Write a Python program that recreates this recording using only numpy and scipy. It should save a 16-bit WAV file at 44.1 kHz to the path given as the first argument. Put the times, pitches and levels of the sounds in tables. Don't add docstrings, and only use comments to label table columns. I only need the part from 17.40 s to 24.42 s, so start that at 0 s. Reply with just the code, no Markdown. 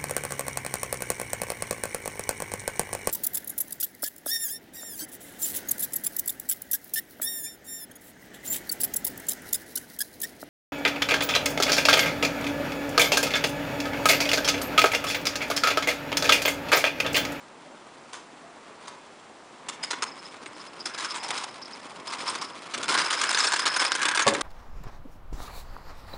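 import sys
import numpy as np
from scipy import signal
from scipy.fft import rfft, irfft
from scipy.io import wavfile

SR = 44100
rng = np.random.default_rng(int(sys.argv[2]) if len(sys.argv) > 2 else 0)


def wav_record(signal):
    frames = np.transpose(np.atleast_2d(signal))
    bounded = np.clip(frames, -1, 1)
    quanta = np.round(bounded * 32767).astype(np.int16)
    wavfile.write(sys.argv[1], SR, quanta)


N = 309568
TIME = np.arange(N) / SR

# time in seconds, distance from the microphone in metres.
DISTANCE = [(0, 23), (2, 33.5), (2.6, 7.5), (4.4, 5.54), (5.3, 4.55), (6.2, 4.43), (6.8, 2.2), (7, 2.3)]
# start and end in seconds, then extra rumble,
# growl and chatter in dB (values below zero add nothing).
ROUGH_STRETCHES = [(1.208, 1.51, 2, 9, 6.5), (2.17, 2.613, 1.5, 10, -4), (3.5, 3.96, -1.5, 10, 10),
                   (3.82, 3.9, 1.5, 11.5, 10.5), (4.15, 4.7, 0.5, -2, -3), (4.673, 4.97, 3.5, 7.5, 9),
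                   (5.315, 5.545, 8.5, 6.5, 5), (5.459, 5.67, 2, 16.5, 14.5), (5.62, 6.471, -10, 13, 13),
                   (6.555, 6.796, -5, 14, -21)]
# frequency in Hz, relative spectral level in dB.
RUMBLE_SPECTRUM = [(30, -33), (70, -18), (130, -4.5), (270, 6), (380, 3), (550, 1), (800, -1), (1500, -8),
                   (6000, -41.5)]
# frequency in Hz, relative spectral level in dB.
GROWL_SPECTRUM = [(100, -20.5), (650, -23.5), (980, 0.5), (1500, -6.5), (2200, -5), (8000, -36.5)]
# time in seconds, pitch in Hz.
TYRE_PITCH = [(.75, 1113), (1.5, 989.4), (2.6, 960), (3.35, 1206), (3.6, 1750), (3.76, 992), (3.9, 816),
              (5.3, 1200), (5.56, 1540), (6.2, 1600), (6.7, 1600)]
# frequency in Hz, relative spectral level in dB.
CRACK_SPECTRUM = [(50, -20), (150, -64), (300, -4.5), (700, -7.5), (1000, 0.5), (1600, -5), (2400, -4.5),
                  (4300, -4), (6000, -10), (7500, -10.5), (10000, -13)]
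# frequency in Hz, time to fall 60 dB in seconds, relative dB.
TUBE_MODES = [(1044, 0.02, -8), (1237, 0.02, -6), (1433, 0.021, -9), (1606, 0.022, -12), (2084, 0.0076, -5),
              (2380, 0.0056, -18), (3502, 0.046, -11), (3840, 0.025, -21), (6430, 0.013, -13),
              (7230, 0.003, -11.5), (8770, 0.0058, -21.5)]
# time in seconds, nominal peak in dB, rebound decay in seconds.
FRAME_CLACKS = [(0.729, -26, 0.031), (1.475, -26, 0.012), (2.287, -17.5, 0.0063), (2.433, -18, 0.011),
                (2.507, -14.5, 0.013), (2.624, -12.5, 0.0054), (3.457, -18.5, 0.021), (3.578, -23, 0.042),
                (3.647, -20, 0.0097), (3.705, -27, 0.0076), (3.754, -22, 0.017), (3.836, -23.5, 0.015),
                (3.884, -22, 0.007), (3.907, -16.5, 0.0057), (3.979, -18.5, 0.0031), (4.039, -19.5, 0.005),
                (4.673, -22, 0.0046), (4.731, -21.5, 0.0093), (4.878, -18.5, 0.02), (4.953, -17.5, 0.0076),
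                (5.014, -19.5, 0.016), (5.339, -16, 0.012), (5.379, -20.5, 0.004), (5.431, -17.5, 0.0072),
                (5.483, -13.5, 0.0075), (5.492, -14.5, 0.04), (5.543, -14, 0.006), (5.577, -11.5, 0.023),
                (5.705, -12, 0.0082), (5.729, -12, 0.0087), (5.816, -9.5, 0.0048), (5.838, -11, 0.0091),
                (5.893, -14.5, 0.0024), (5.908, -11, 0.0054), (5.928, -14.5, 0.0088), (5.948, -9.5, 0.0021),
                (5.974, -11, 0.0064), (5.987, -11.5, 0.024), (6.038, -12, 0.04), (6.071, -16, 0.0056),
                (6.122, -12, 0.0034), (6.136, -8, 0.007), (6.162, -12.5, 0.0075), (6.194, -11.5, 0.007),
                (6.257, -9.5, 0.013), (6.364, -10, 0.007), (6.397, -11.5, 0.017), (6.451, -12, 0.0027),
                (6.52, -8, 0.0025), (6.553, -12.5, 0.0032), (6.618, -13, 0.0054), (6.631, -11, 0.0041),
                (6.655, -8.5, 0.0059), (6.686, -9, 0.0062), (6.714, -15.5, 0.0055), (6.75, -11, 0.008),
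                (6.776, -8.5, 0.0036), (6.795, -7.5, 0.0096), (6.823, -13, 0.0035), (6.869, -11.5, 0.013),
                (6.938, -17.5, 0.0053), (7.011, -12, 0.0084)]
# start in seconds, nominal peak in dB.
DECK_KNOCKS = [(.742, -28.5), (2.532, -19), (2.943, -32), (3.06, -25), (3.906, -18.5), (4.561, -34),
               (5.552, -10.5), (6.419, -12.5), (6.949, -14)]
# middle of the clink in seconds, level in dB, pitch in Hz.
CLINKS = [(2.437, -33.5, 5110), (2.682, -45.5, 5250), (2.723, -49, 5220), (2.796, -49.5, 5130),
          (2.856, -45.5, 5220), (3.074, -53, 8560), (3.155, -56, 5200), (3.207, -47.5, 5140),
          (3.279, -53, 5170), (3.408, -40, 5130), (3.464, -34.5, 5180), (3.65, -38, 5270),
          (3.712, -36.5, 5220), (3.841, -41, 5330), (3.977, -40.5, 5240), (4.227, -42.5, 5220),
          (4.259, -46, 5174), (4.337, -43.5, 5230), (4.685, -41, 5100), (4.885, -32.5, 5177),
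          (4.898, -38.5, 8600), (5.022, -40, 5300), (5.051, -44, 5220), (5.62, -35, 5120),
          (5.735, -39, 5070), (5.895, -31, 5240), (5.95, -33, 5060), (5.988, -31.5, 6300),
          (6.005, -27.5, 5300), (6.04, -31, 5160), (6.072, -29, 5250), (6.081, -37, 8530),
          (6.204, -33, 5050), (6.275, -33, 5300), (6.349, -37, 5220), (6.401, -31.5, 5287),
          (6.466, -34, 5250), (6.537, -36, 5050), (6.686, -40, 6450), (6.827, -32, 6550)]
# start in seconds, nominal peak in dB, rebound decay in seconds.
RAMP_HITS = [(6.865, -9.5, 0.014), (6.89, -22, 0.017), (6.922, -19, 0.023)]
# frequency in Hz, time to fall 60 dB in seconds, relative dB.
RAMP_MODES = [(126, 0.086, -2.5), (219.2, 0.11, 0), (302, 0.19, 9.5), (393, 0.045, 5.5), (426, 0.13, 3),
              (522, 0.011, 9), (561, 0.18, 4), (664, 0.013, -3), (1110, 0.018, 9)]
# frequency in Hz, relative spectral level in dB.
AIR_SPECTRUM = [(45, -21.5), (90, -18), (200, -10.5), (650, -3), (970, -3), (1300, -6.5), (2500, -13.5),
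                (7800, -22.5), (10000, -25.5)]
# start and length in seconds, pitch in Hz, glide in Hz/s, level in dB.
FAR_HUMS = [(0.243, 0.11, 614, -700, -50), (1.01, 0.13, 676, 143, -51)]

RUMBLE_DB, GROWL_DB, CHATTER_DB = -45, -37.5, -36.5
RUMBLE_FALL_DB, GROWL_FALL_DB, CHATTER_FALL_DB = -2, -6, -5.5


def wheels(tyre_db=-1.5, flutter_db=1.4, turn_hz=7.25, swing_db=2, ramp_boom_db=10.5):
    rumble = unit_rms(through(impacts(rate=2200, spread_db=9, size=N), colour(RUMBLE_SPECTRUM)))
    growl = unit_rms(through(impacts(rate=1800, spread_db=3.5, size=N), colour(GROWL_SPECTRUM)))
    growl = cut_bass(growl + gain(tyre_db) * tyre_ring())
    turn = np.cos(2 * np.pi * turn_hz * (TIME - 6.265))
    on_ramp = TIME > RAMP_HITS[0][0]
    rumble_db = RUMBLE_DB + RUMBLE_FALL_DB * doublings() + rough_db(column=2) + ramp_boom_db * on_ramp
    growl_db = GROWL_DB + GROWL_FALL_DB * doublings() + rough_db(column=3) + swing_db * turn
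    return (rumble * gain(rumble_db) + growl * gain(growl_db)) * gain(flutter_db * wander(rate=35))


def tyre_ring():
    grit = impacts(rate=1300, spread_db=5, size=N)
    return band_around(grit, curve(TYRE_PITCH), width_hz=320)


def frame_chatter(crack, fits_db=11, count=6):
    shake = gain(shaking_db() + fits_db * np.minimum(wander(rate=60), .5))
    joints = np.zeros(N)
    for _ in range(count):
        touches = unit_rms(impacts(rate=130, spread_db=-2, size=N))
        joints += through(touches * shake, metal_contact(crack, ring_db=-8))
    return joints / np.sqrt(count)


def frame_clacks(crack, tyre_db=-8, tyre_t60_s=.024):
    out = np.zeros(N)
    tyre_hz = curve(TYRE_PITCH)
    soften_db = -2.5 * doublings()
    for time_s, db, decay_s in FRAME_CLACKS:
        i = int(time_s * SR)
        tyre = gain(tyre_db) * ring([(tyre_hz[i], tyre_t60_s, 0)], scatter_db=0, detune=.03)
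        clack = slam(crack, db, decay_s, treble_db=4.5, ring_db=-3.5, tyre=tyre, soften_db=soften_db[i])
        add(out, time_s - .001, clack)
    return out


def deck_knocks(crack):
    out = np.zeros(N)
    for start_s, db in DECK_KNOCKS:
        add(out, start_s, slam(crack, db, decay_s=.0053, treble_db=-12, ring_db=0))
    return out


def slam(crack, db, decay_s, treble_db, ring_db, tyre=0, soften_db=0, crest_db=11):
    first_db = -1 + soften_db + 12 * np.log10(.0051 / decay_s)
    blows = [bounces(decay_s, rate=620, first_db=first_db) for _ in range(2)]
    hit = sum(through(blow, metal_contact(crack, ring_db) + tyre) for blow in blows)
    low = lowpass(hit, hz=2800, order=1)
    hit = low + gain(treble_db) * (hit - low)
    return hit / np.std(hit[:400]) * gain(db - crest_db)


def metal_contact(crack, ring_db, clatter_s=.0021, size=2048):
    clatter = unit_energy(rng.standard_normal(size) * np.exp(-TIME[:size] / clatter_s))
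    clatter[0] += 1
    tubes = ring(TUBE_MODES, scatter_db=4.5, detune=.015, size=size)
    return unit_energy(unit_energy(through(clatter, crack)) + gain(ring_db) * tubes)


def bounces(decay_s, rate, first_db, size=6000, build_s=.0016):
    t = TIME[:size]
    envelope = (1 - np.exp(-t / build_s)) * np.exp(-t / decay_s)
    shower = unit_energy(impacts(rate, spread_db=3.5, size=size) * envelope)
    shower[0] += gain(first_db)
    return shower


def loose_parts(washer_hz=5150, jiggle_from_s=2.4, clink_s=.028):
    jiggle = unit_rms(through(impacts(rate=170, spread_db=4, size=N), steel_ring(washer_hz)))
    jiggle_db = shaking_db() - 11 + .55 * rough_db(column=4)
    out = jiggle * gain(jiggle_db) * (TIME > jiggle_from_s)
    size = int(clink_s * SR)
    swell = np.sin(np.pi * np.arange(size) / size) ** 1.5
    for middle_s, db, hz in CLINKS:
        touches = impacts(rate=1200, spread_db=2, size=size) * swell
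        clink = unit_energy(signal.fftconvolve(touches, steel_ring(hz))) * np.sqrt(size)
        add(out, middle_s - clink_s / 2, clink * gain(db))
    return out


def steel_ring(hz, t60_s=.017, rise_s=.0005):
    tone = ring([(hz, t60_s, 0), (.96 * hz, t60_s / 2, -3)], scatter_db=1, detune=.004)
    return tone * (1 - np.exp(-(TIME[:len(tone)] / rise_s) ** 2))


def ramp_thump(crest_db=10, size=16384):
    out = np.zeros(N)
    body = ring(RAMP_MODES, scatter_db=0, detune=0, size=size)
    for start_s, db, decay_s in RAMP_HITS:
        thump = through(bounces(decay_s, rate=700, first_db=-10, size=size), body)
        add(out, start_s, thump / np.std(thump[:1200]) * gain(db - crest_db))
    return out


def yard_echo(direct, t60_s=.59, rise_s=.009, fence_db=6, fence_s=.044, size=32768):
    t = TIME[:size]
    fence = gain(fence_db) * np.exp(-(2 * (t - fence_s) / fence_s) ** 2)
    house = np.exp(-np.log(1000) * t / t60_s)
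    onset = 1 - np.exp(-(t / rise_s) ** 2)
    echoes = lowpass(rng.standard_normal(size) * (fence + house) * onset, hz=4500, order=1)
    echo_db = -30.5 + 4 * doublings()
    return through(direct * gain(echo_db), unit_energy(echoes))


def ambience(hush_db=-50.5, whine_hz=7500, whine_db=-72.5):
    hush = unit_rms(through(rng.standard_normal(N), colour(AIR_SPECTRUM)))
    out = hush * gain(hush_db + .5 * wander(rate=.97))
    for start_s, length_s, hz, glide, db in FAR_HUMS:
        t = TIME[:int(length_s * SR)]
        hum = band_around(rng.standard_normal(len(t)), hz + glide * t, width_hz=21)
        add(out, start_s, hum * np.sin(np.pi * t / length_s) * gain(db))
    whine = band_around(rng.standard_normal(N), np.full(N, whine_hz), width_hz=120)
    return out + whine * gain(whine_db)


def doublings():
    return np.log2(curve(DISTANCE))


def rough_db(column, attack_s=.04, release_s=.21):
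    extra_db = np.zeros(N)
    for row in ROUGH_STRETCHES:
        rise = (TIME - row[0]) / attack_s
        fall = 1 - (TIME - row[1]) / release_s
        extra_db = np.maximum(extra_db, row[column] * np.clip(np.minimum(rise, fall), 0, 1))
    return extra_db


def shaking_db():
    return CHATTER_DB + CHATTER_FALL_DB * doublings() + rough_db(column=4)


def impacts(rate, spread_db, size):
    strength = gain(spread_db * np.clip(rng.standard_normal(size), -2, 2))
    return (rng.random(size) < rate / SR) * strength * rng.choice([-1, 1], size)


def ring(modes, scatter_db, detune, size=2048):
    hz, t60_s, db = np.transpose(modes)[:, :, None]
    t = TIME[:size]
    share, shift, side = rng.standard_normal((3, len(modes), 1))
    waves = np.sign(side) * np.cos(2 * np.pi * hz * (1 + detune * shift) * t)
    decay = np.exp(-np.log(1000) * t / t60_s)
    strength = gain(db + scatter_db * share) / np.sqrt(t60_s)
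    return unit_energy(np.sum(strength * waves * decay, axis=0))


def colour(spectrum, size=2048):
    hz, db = np.transpose(spectrum)
    grid_hz = np.maximum(np.fft.rfftfreq(size, 1 / SR), 1)
    magnitude = gain(np.interp(np.log(grid_hz), np.log(hz), db))
    cepstrum = irfft(np.log(magnitude))
    cepstrum[1:size // 2] *= 2
    cepstrum[size // 2 + 1:] = 0
    return unit_energy(irfft(np.exp(rfft(cepstrum))))


def band_around(noise, hz, width_hz):
    drift = lowpass(noise, width_hz / 2, order=2)
    return unit_rms(drift * np.cos(2 * np.pi * np.cumsum(hz) / SR))


def wander(rate):
    steps = rng.standard_normal(4096)
    return np.interp(TIME * rate, np.arange(len(steps)), steps)


def curve(table):
    return np.interp(TIME, *np.transpose(table))


def cut_bass(x, hz=180):
    return signal.sosfilt(signal.butter(2, hz, "high", fs=SR, output="sos"), x)


def lowpass(x, hz, order):
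    return signal.sosfilt(signal.butter(order, hz, fs=SR, output="sos"), x)


def through(x, response):
    return signal.fftconvolve(x, response)[:len(x)]


def add(out, start_s, x):
    i = int(start_s * SR)
    out[i:i + len(x)] += x[:max(N - i, 0)]


def gain(db):
    return 10 ** (np.asarray(db) / 20)


def unit_rms(x):
    return x / np.sqrt(np.mean(x ** 2))


def unit_energy(x):
    return x / np.sqrt(np.sum(x ** 2))


def scene():
    crack = colour(CRACK_SPECTRUM)
    rolling = wheels()
    rattle = frame_chatter(crack) + frame_clacks(crack) + deck_knocks(crack) + loose_parts()
    scooter = rolling + cut_bass(rattle) + ramp_thump()
    return (scooter + yard_echo(scooter) + ambience())[None]


def record(dry, ceiling=.93, top_hz=10000):
    rounded = ceiling * np.tanh(dry / ceiling)
    return signal.sosfilt(signal.ellip(12, .2, 90, top_hz, fs=SR, output="sos"), rounded)


dry = scene()
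out = record(dry)
wav_record(out)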